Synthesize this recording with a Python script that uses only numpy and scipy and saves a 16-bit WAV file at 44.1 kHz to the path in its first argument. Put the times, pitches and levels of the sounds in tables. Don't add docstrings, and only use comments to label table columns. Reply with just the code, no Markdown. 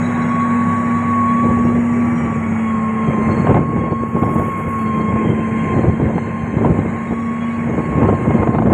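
import sys
import numpy as np
from scipy import signal
from scipy.fft import rfft, irfft, next_fast_len
from scipy.io import wavfile
from scipy.ndimage import uniform_filter1d, minimum_filter1d

SR = 44100
rng = np.random.default_rng(int(sys.argv[2]) if len(sys.argv) > 2 else 0)


def transcribe(u):
    v = np.clip(np.atleast_2d(u).T, -1, 1)
    q = np.round(v * 32767).astype(np.int16)
    wavfile.write(sys.argv[1], SR, q)


N = 384993

# start/s, end/s, level/dB
RUSTLE_BUNCHES = [(4.08, 4.1, -67), (4.197, 4.25, -63), (4.324, 4.5, -57.5), (4.6, 4.62, -61),
                  (4.715, 4.82, -59.5), (4.96, 4.97, -65)]
# f/Hz, relative density/dB
RUSTLE_SPECTRUM = [(5500, -25), (7000, -2), (9500, 0.5), (12500, -2.5), (15500, -8)]

# t/s, peak level/dB, time to fall 10 dB/s (floored at 0.01)
GUSTS = [(1.47, -25, 0.3), (1.62, -30.5, 1.1), (2.0, -32, 0.9), (2.3, -31.5, 0.1), (3.11, -24, 0),
         (3.19, -25, 0.5), (3.3, -21.5, .15), (3.5, -14, 0.08), (3.7, -26, 0.5), (3.84, -26, 0.02),
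         (3.93, -23, 0), (4.16, -26, 0.23), (4.24, -20.5, .07), (4.39, -25, 0.13), (4.6, -31.5, 3),
         (5.0, -30, 0.5), (5.14, -27.5, 0.35), (5.3, -27, 0.33), (5.55, -29, 0.4), (5.791, -18, .06),
         (5.9, -21.5, 0), (6.02, -21.5, 0.18), (6.171, -23, -0.2), (6.54, -24.5, 0.05), (6.65, -18, .15),
         (6.78, -25.5, .1), (7.13, -25.5, 0.02), (7.7, -30, .2), (7.779, -23.5, 0.27), (8.0, -19, 0.3),
         (8.1, -17, -0.03), (8.3, -22, .3), (8.45, -21.5, 0.2), (8.56, -19, .2), (8.66, -18.5, 0.3)]
# f/Hz, relative density/dB
WIND_LOW_SPECTRUM = [(25, -34), (50, -7.5), (85, 4), (150, 6.5), (300, 0), (500, -7), (900, -40.5)]
WIND_EDGE_SPECTRUM = [(300, -10), (550, -4), (900, -4), (1600, -19), (3000, -38), (4200, -56)]
# t/s, amplitude (+ push, - pull), centre f/Hz
POPS = [(1.469, -0.43, 230), (3.0909, -0.42, 140), (3.1082, 0.44, 170), (3.18, .5, 171), (3.254, -0.1, 130),
        (3.5163, .7, 120), (3.557, -0.78, 140.1), (3.571, 0.57, 250), (3.593, -1.3, 220),
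        (4.0365, -.37, 360), (4.3967, 0.48, 129.4), (5.756, 0.04, 120), (5.7944, .69, 240),
        (5.8849, 1, 140), (6.0004, 0.49, 280), (6.181, 0.54, 430), (6.4385, -.34, 130), (6.5418, 0.46, 170),
        (6.5715, 0.58, 120), (6.6528, -0.57, 240), (6.7907, 0.78, 240), (6.861, .4, 290),
        (7.1106, -0.28, 220), (8.0441, -0.7, 211), (8.0891, -0.92, 430), (8.1007, 0.8, 470),
        (8.1291, 0.45, 370), (8.2809, -0.62, 300), (8.3074, -.38, 460), (8.3537, -0.6, 180),
        (8.4332, -0.48, 200), (8.473, -.53, 240), (8.4928, -1, 171.3), (8.5497, .57, 300),
        (8.6571, -0.69, 216)]
# t/s, level/dB
CRACKLES = [(3.468, -9.5), (3.543, -8.5), (3.567, -16), (4.232, -15), (4.394, -16.5), (5.998, -24),
            (6.179, -15.5), (6.645, -12), (7.75, -34), (8.088, -13), (8.307, -14.5), (8.43, -12.5),
            (8.472, -14.5), (8.547, -10), (8.584, -12.5), (8.621, -16.5)]
# f/Hz, relative density/dB
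CRACKLE_SPECTRUM = [(350, -8.5), (700, 5), (1500, -12.5), (2600, -26.5), (4000, -45), (4600, -66)]

# t/s, level/dB
ROAR_LEVEL = [(0.0, -34.5), (0.61, -34.5), (2.99, -37.5), (3.5, -35.5), (3.62, -42), (4.08, -43.5),
              (4.33, -40), (5.52, -38.5), (5.71, -35.5), (5.93, -40.5), (8.34, -38.5), (8.58, -43),
              (8.73, -43)]
# t/s, level/dB re roar
RASP_LEVEL = [(0, -18), (1.9, -14.5), (2.9, -12.5), (3.6, -11.5), (4.8, -10.5), (5.6, -10.5), (7.0, -14),
              (7.55, -10), (8.73, -14)]
# t/s, level/dB
CHATTER_LEVEL = [(0, -53), (1.95, -69), (2.92, -76.5), (3.5, -72), (3.7, -88.5), (5.15, -89.5), (5.6, -72),
                 (7.25, -65), (7.6, -69), (8.73, -73)]
# f/Hz, relative density/dB
ROAR_SPECTRUM = [(40, -39.5), (75, -11), (110, -9.5), (170, 2), (260, -9), (450, -14), (900, -13.5),
                 (1400, -15), (2100, -18.5), (2700, -38.5), (3250, -50), (3500, -55), (4400, -62.5),
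                 (4900, -92), (6000, -61)]
RASP_SPECTRUM = [(2000, -8.5), (2450, -5), (2900, -14), (3300, -22.5)]
CHATTER_SPECTRUM = [(3600, -19), (3740, -3), (3820, -9.5), (3900, 0), (4020, -6), (4200, -21.5)]
HISS_SPECTRUM = [(5800, -39.5), (6400, 1.5), (7500, 2), (8800, -3), (9400, -14), (10200, -7),
                 (11500, -22.5), (13500, -29), (15500, -35.5)]
# t/s, f/Hz, share removed (0-1)
GROUND_NOTCH = [(0, 1300, 0.43), (1.4, 1380, 0.66), (2.4, 1557, .6), (3.2, 1515, 0.66), (3.8, 1420, 0.5),
                (4.8, 1550, 0.26), (5.3, 1285, 0.8), (6.5, 1320, 0.8), (7.3, 1400, 0.57), (8.1, 1390, 0.56)]

# t/s, f/Hz
TOOTH_RATE = [(0, 1116), (1.3, 1114), (2.15, 1144), (2.8, 1086), (3.25, 1057), (3.7, 1087), (4.6, 1091),
              (5.3, 1060), (6.5, 1058), (6.9, 1071), (7.2, 1110), (7.5, 1106), (8.1, 1072), (8.73, 1056)]
# t/s, phase/cycles, swing either way/Hz
GEAR_HUNT = [(.13, 1.5, 5.4), (1.02, 2, 11), (1.85, 4, 7), (2.98, 7, 7.2), (3.73, 9, 6), (4.76, 12, 9),
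             (5.14, 13, 13.3), (5.6, 14, 10), (6.37, 16, 5.4), (7.2, 18, 5.8), (7.52, 19, 9.3),
             (7.93, 20, 8), (8.62, 22, 8.5)]
# t/s, level/dB
GEAR_LEVEL = [(0.0, -34), (0.34, -22), (1.0, -22.5), (1.22, -16.5), (1.63, -24.5), (1.82, -33),
              (2.38, -28.5), (2.55, -39.5), (2.7, -25.5), (4.08, -28), (4.16, -24), (5.23, -25), (5.3, -34),
              (5.69, -26), (5.81, -34.5), (7.25, -33.5), (7.29, -27), (7.71, -39), (7.93, -27.5),
              (8.73, -33)]
# f/Hz, level/dB re roar
CASING_RESPONSE = [(3180, -21.5), (3330, -22.5), (3450, -30), (4230, -27.5), (4360, -33), (4600, -47),
                   (5280, -47), (5550, -32), (5750, -34), (6350, -25), (6520, -35.5), (6700, -25),
                   (7600, -34)]
# t/s, blade rate/Hz, level/dB
FAN = [(0, 241.6, -20), (.4, 238.4, -18), (1.2, 236.9, -15.5), (2.14, 238.4, -16), (2.36, 227.3, -21),
       (2.6, 224.3, -16), (2.8, 221.8, -19.5), (3.25, 222, -17), (3.47, 230.7, -25), (4.72, 229.4, -27.5),
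       (4.88, 218.3, -18.5), (5.3, 222.1, -19), (6.2, 226.6, -25.5), (7.0, 229.6, -23.5), (7.5, 233, -21),
       (8.1, 233.2, -24.5), (8.73, 228.5, -23)]
# order, mean level/dB, flutter share (0-1)
CRANK_ORDERS = [(3, -32, 0.09), (5, -35.5, 0.7), (6, -36.5, 1)]

FAN_BLADES, FIRINGS_PER_TURN = 7, 3


def undb(db):
    return 10 ** (np.asarray(db) / 20)


def tracks(table):
    times_s, *columns = np.transpose(table)
    return [np.interp(np.arange(N) / SR, times_s, column) for column in columns]


def colour(x, points, lo_hz, hi_hz):
    n = next_fast_len(N, True)
    bin_hz = np.arange(n // 2 + 1) * SR / n + 1
    hz, db = np.transpose(points)
    gain_db = np.interp(np.log(bin_hz), np.log(hz), db, left=-90, right=-90)
    spectrum = rfft(np.pad(x, (0, n - N), "reflect")) * undb(gain_db)
    band = (bin_hz > lo_hz) & (bin_hz < hi_hz)
    return irfft(spectrum, n)[:N] * n / np.sqrt(2 * np.sum(np.abs(spectrum[band]) ** 2))


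def wander(rate_hz):
    hold = int(SR / rate_hz)
    steps = np.repeat(rng.standard_normal(N // 40), hold)[:N]
    return 1.3 * uniform_filter1d(uniform_filter1d(steps, hold), hold)


def tone(hz, rms_db, flutter, flutter_hz):
    share = np.clip(flutter, 0, 1)
    paths = np.sqrt(1 - share) + np.sqrt(share / 2) * (wander(flutter_hz) + 1j * wander(flutter_hz))
    return np.sqrt(2) * undb(rms_db) * np.imag(paths * np.exp(2j * np.pi * np.cumsum(hz) / SR))


def patchy(x, depth_db, bins, frames):
    *_, cells = signal.stft(np.pad(x, (0, 512), "reflect"), nperseg=512)
    field = uniform_filter1d(rng.standard_normal(cells.shape), bins, axis=0)
    field = uniform_filter1d(field, frames, axis=1)
    out = signal.istft(cells * undb(depth_db * field / field.std()), nperseg=512)[1][:N]
    return out * x.std() / out.std()


def swells(start_s, end_s, db, rise_s, fall_s, floor_db):
    t = np.arange(0, N, 64) / SR
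    start_s, end_s, db, fall_s = (np.reshape(c, (-1, 1)) for c in (start_s, end_s, db, fall_s))
    before_db = 10 * np.maximum(start_s - t, 0) / rise_s
    after_db = 10 * np.maximum(t - end_s, 0) / np.maximum(fall_s, .01)
    power = np.sum(undb(db - before_db - after_db) ** 2, axis=0) + undb(floor_db) ** 2
    return np.interp(np.arange(N) / SR, t, 10 * np.log10(power))


def rumble():
    spectrum = [(4, -3.5), (25, -3), (45, -0.5), (60, -18)]  # f/Hz, relative density/dB
    return undb(-65.5) * colour(rng.standard_normal(N), spectrum, 20, 45)


def rustle():
    level_db = swells(*np.transpose(RUSTLE_BUNCHES), rise_s=0.054, fall_s=0.054, floor_db=-80)
    grains = rng.standard_normal(N) * undb(2.8 * wander(200))
    clicks = colour(grains, RUSTLE_SPECTRUM, 10500, 15500)
    return undb(level_db) * patchy(clicks, depth_db=2.1, bins=12, frames=4)


def crackles():
    attack_s, t60_s = 0.0014, .047
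    grit = colour(rng.standard_normal(N), CRACKLE_SPECTRUM, 670, 2500)
    envelope = np.zeros(N)
    t = np.arange(SR // 10) / SR
    for start_s, db in CRACKLES:
        i = int(start_s * SR)
        burst = np.minimum(t / attack_s, 1) * undb(db - 60 * t / t60_s)
        envelope[i:i + len(t)] += burst[:N - i]
    return signal.sosfilt(signal.butter(8, 3900, fs=SR, output="sos"), grit * envelope)


def pops():
    out = np.zeros(N)
    half = 700
    t = np.arange(-half, half) / SR
    for centre_s, amplitude, hz in POPS:
        u = np.pi * hz * t
        pulse = (1 - 2 * u ** 2) * np.exp(-u ** 2)
        tip = (1 - 2 * (3 * u) ** 2) * np.exp(-(3 * u) ** 2)
        i = int(centre_s * SR)
        out[i - half:i + half] += amplitude * (pulse + .15 * tip)
    return out


def wind():
    rise_s, edge_max_fall_s, calm_db = 0.074, .25, -48.5
    peak_s, peak_db, fall_s = np.transpose(GUSTS)
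    low_db = swells(peak_s, peak_s, peak_db, rise_s, fall_s, calm_db)
    edge_peak_db = peak_db - 7 + 0.24 * (peak_db + 22)
    edge_db = swells(peak_s, peak_s, edge_peak_db, rise_s, np.minimum(fall_s, edge_max_fall_s), calm_db)
    eddies = rng.standard_normal(N) * undb(8.1 * np.tanh(wander(90) / 2))
    low = colour(eddies, WIND_LOW_SPECTRUM, 249.5, 420)
    fine_eddies = eddies * undb(8.3 * np.tanh(wander(150) / 2))
    edge = colour(fine_eddies, WIND_EDGE_SPECTRUM, 410, 950)
    port_leak = signal.butter(2, 45, "high", fs=SR, output="sos")
    return signal.sosfilt(port_leak, undb(low_db) * low + undb(edge_db) * edge + pops())


def chatter():
    (level_db,) = tracks(CHATTER_LEVEL)
    band = colour(rng.standard_normal(N), CHATTER_SPECTRUM, 3600, 4100)
    return undb(level_db) * patchy(band, depth_db=5.5, bins=2, frames=5)


def ground_bounce(x):
    notch_hz, share = tracks(GROUND_NOTCH)
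    carrier = np.exp(2j * np.pi * np.cumsum(notch_hz) / SR)
    baseband = signal.filtfilt(*signal.butter(1, 110, fs=SR), x / carrier)
    return x - share * 2 * np.real(carrier * baseband)


def roar(crank_hz, roar_db, rasp_re_roar_db):
    hiss_re_roar_db = -19
    firing_rad = 2 * np.pi * np.cumsum(FIRINGS_PER_TURN * crank_hz) / SR
    drive = rng.standard_normal(N) * (1 + 0.031 * np.cos(firing_rad)) * undb(0.61 * wander(12))
    body = ground_bounce(colour(drive, ROAR_SPECTRUM, 1483, 1906))
    rasp = patchy(colour(drive, RASP_SPECTRUM, 2310, 3300), depth_db=4.5, bins=2, frames=8)
    hiss_drive = rng.standard_normal(N) * undb(0.7 * wander(9))
    hiss = patchy(colour(hiss_drive, HISS_SPECTRUM, 6800, 9000), depth_db=2.6, bins=2, frames=10)
    return undb(roar_db) * (body + undb(rasp_re_roar_db) * rasp + undb(hiss_re_roar_db) * hiss)


def gear_whine(roar_db, rasp_re_roar_db):
    (mean_hz,) = tracks(TOOTH_RATE)
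    hunt_cycles, swing_hz = tracks(GEAR_HUNT)
    tooth_hz = mean_hz + swing_hz * np.cos(2 * np.pi * hunt_cycles)
    (gear_db,) = tracks(GEAR_LEVEL)
    flutter = 0.043 * undb(-19.5 - gear_db)
    out = tone(tooth_hz, gear_db, flutter, flutter_hz=30)
    second_db = roar_db + rasp_re_roar_db + 8 + 2.1 * wander(9)
    out += tone(2 * tooth_hz, second_db, flutter=.9, flutter_hz=60)
    for k in range(3, 8):
        casing_db = np.interp(k * tooth_hz, *np.transpose(CASING_RESPONSE))
        flare_db = 4.5 * wander(9)
        out += tone(k * tooth_hz, roar_db + casing_db + flare_db, flutter=.9, flutter_hz=22 * k)
    return out


def fan(blade_hz, fan_db):
    second_db = -40.5 + .8 * (228 - blade_hz)
    fundamental = tone(blade_hz, fan_db, flutter=0.04, flutter_hz=12)
    return fundamental + tone(2 * blade_hz, second_db, flutter=0.17, flutter_hz=9)


def diesel(crank_hz, roar_db):
    swing_db = roar_db - np.mean(roar_db)
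    return sum(tone(order * crank_hz, db + swing_db, flutter, flutter_hz=9)
               for order, db, flutter in CRANK_ORDERS)


def scene():
    blade_hz, fan_db = tracks(FAN)
    crank_hz = blade_hz / FAN_BLADES
    (roar_db,) = tracks(ROAR_LEVEL)
    (rasp_re_roar_db,) = tracks(RASP_LEVEL)
    tones = fan(blade_hz, fan_db) + diesel(crank_hz, roar_db) + gear_whine(roar_db, rasp_re_roar_db)
    grader = tones + roar(crank_hz, roar_db, rasp_re_roar_db) + chatter()
    return (grader + wind() + crackles() + rustle() + rumble())[None]


def record(dry):
    ceiling, span_samples, cutoff_hz = .86, 221, 15600
    gain = np.minimum(1, ceiling / np.maximum(np.abs(dry), 1e-9))
    gain = minimum_filter1d(gain, span_samples)
    gain = uniform_filter1d(uniform_filter1d(gain, span_samples // 2), span_samples // 2)
    return signal.sosfilt(signal.ellip(10, .2, 80, cutoff_hz, fs=SR, output="sos"), gain * dry)


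dry = scene()
out = record(dry)
transcribe(out)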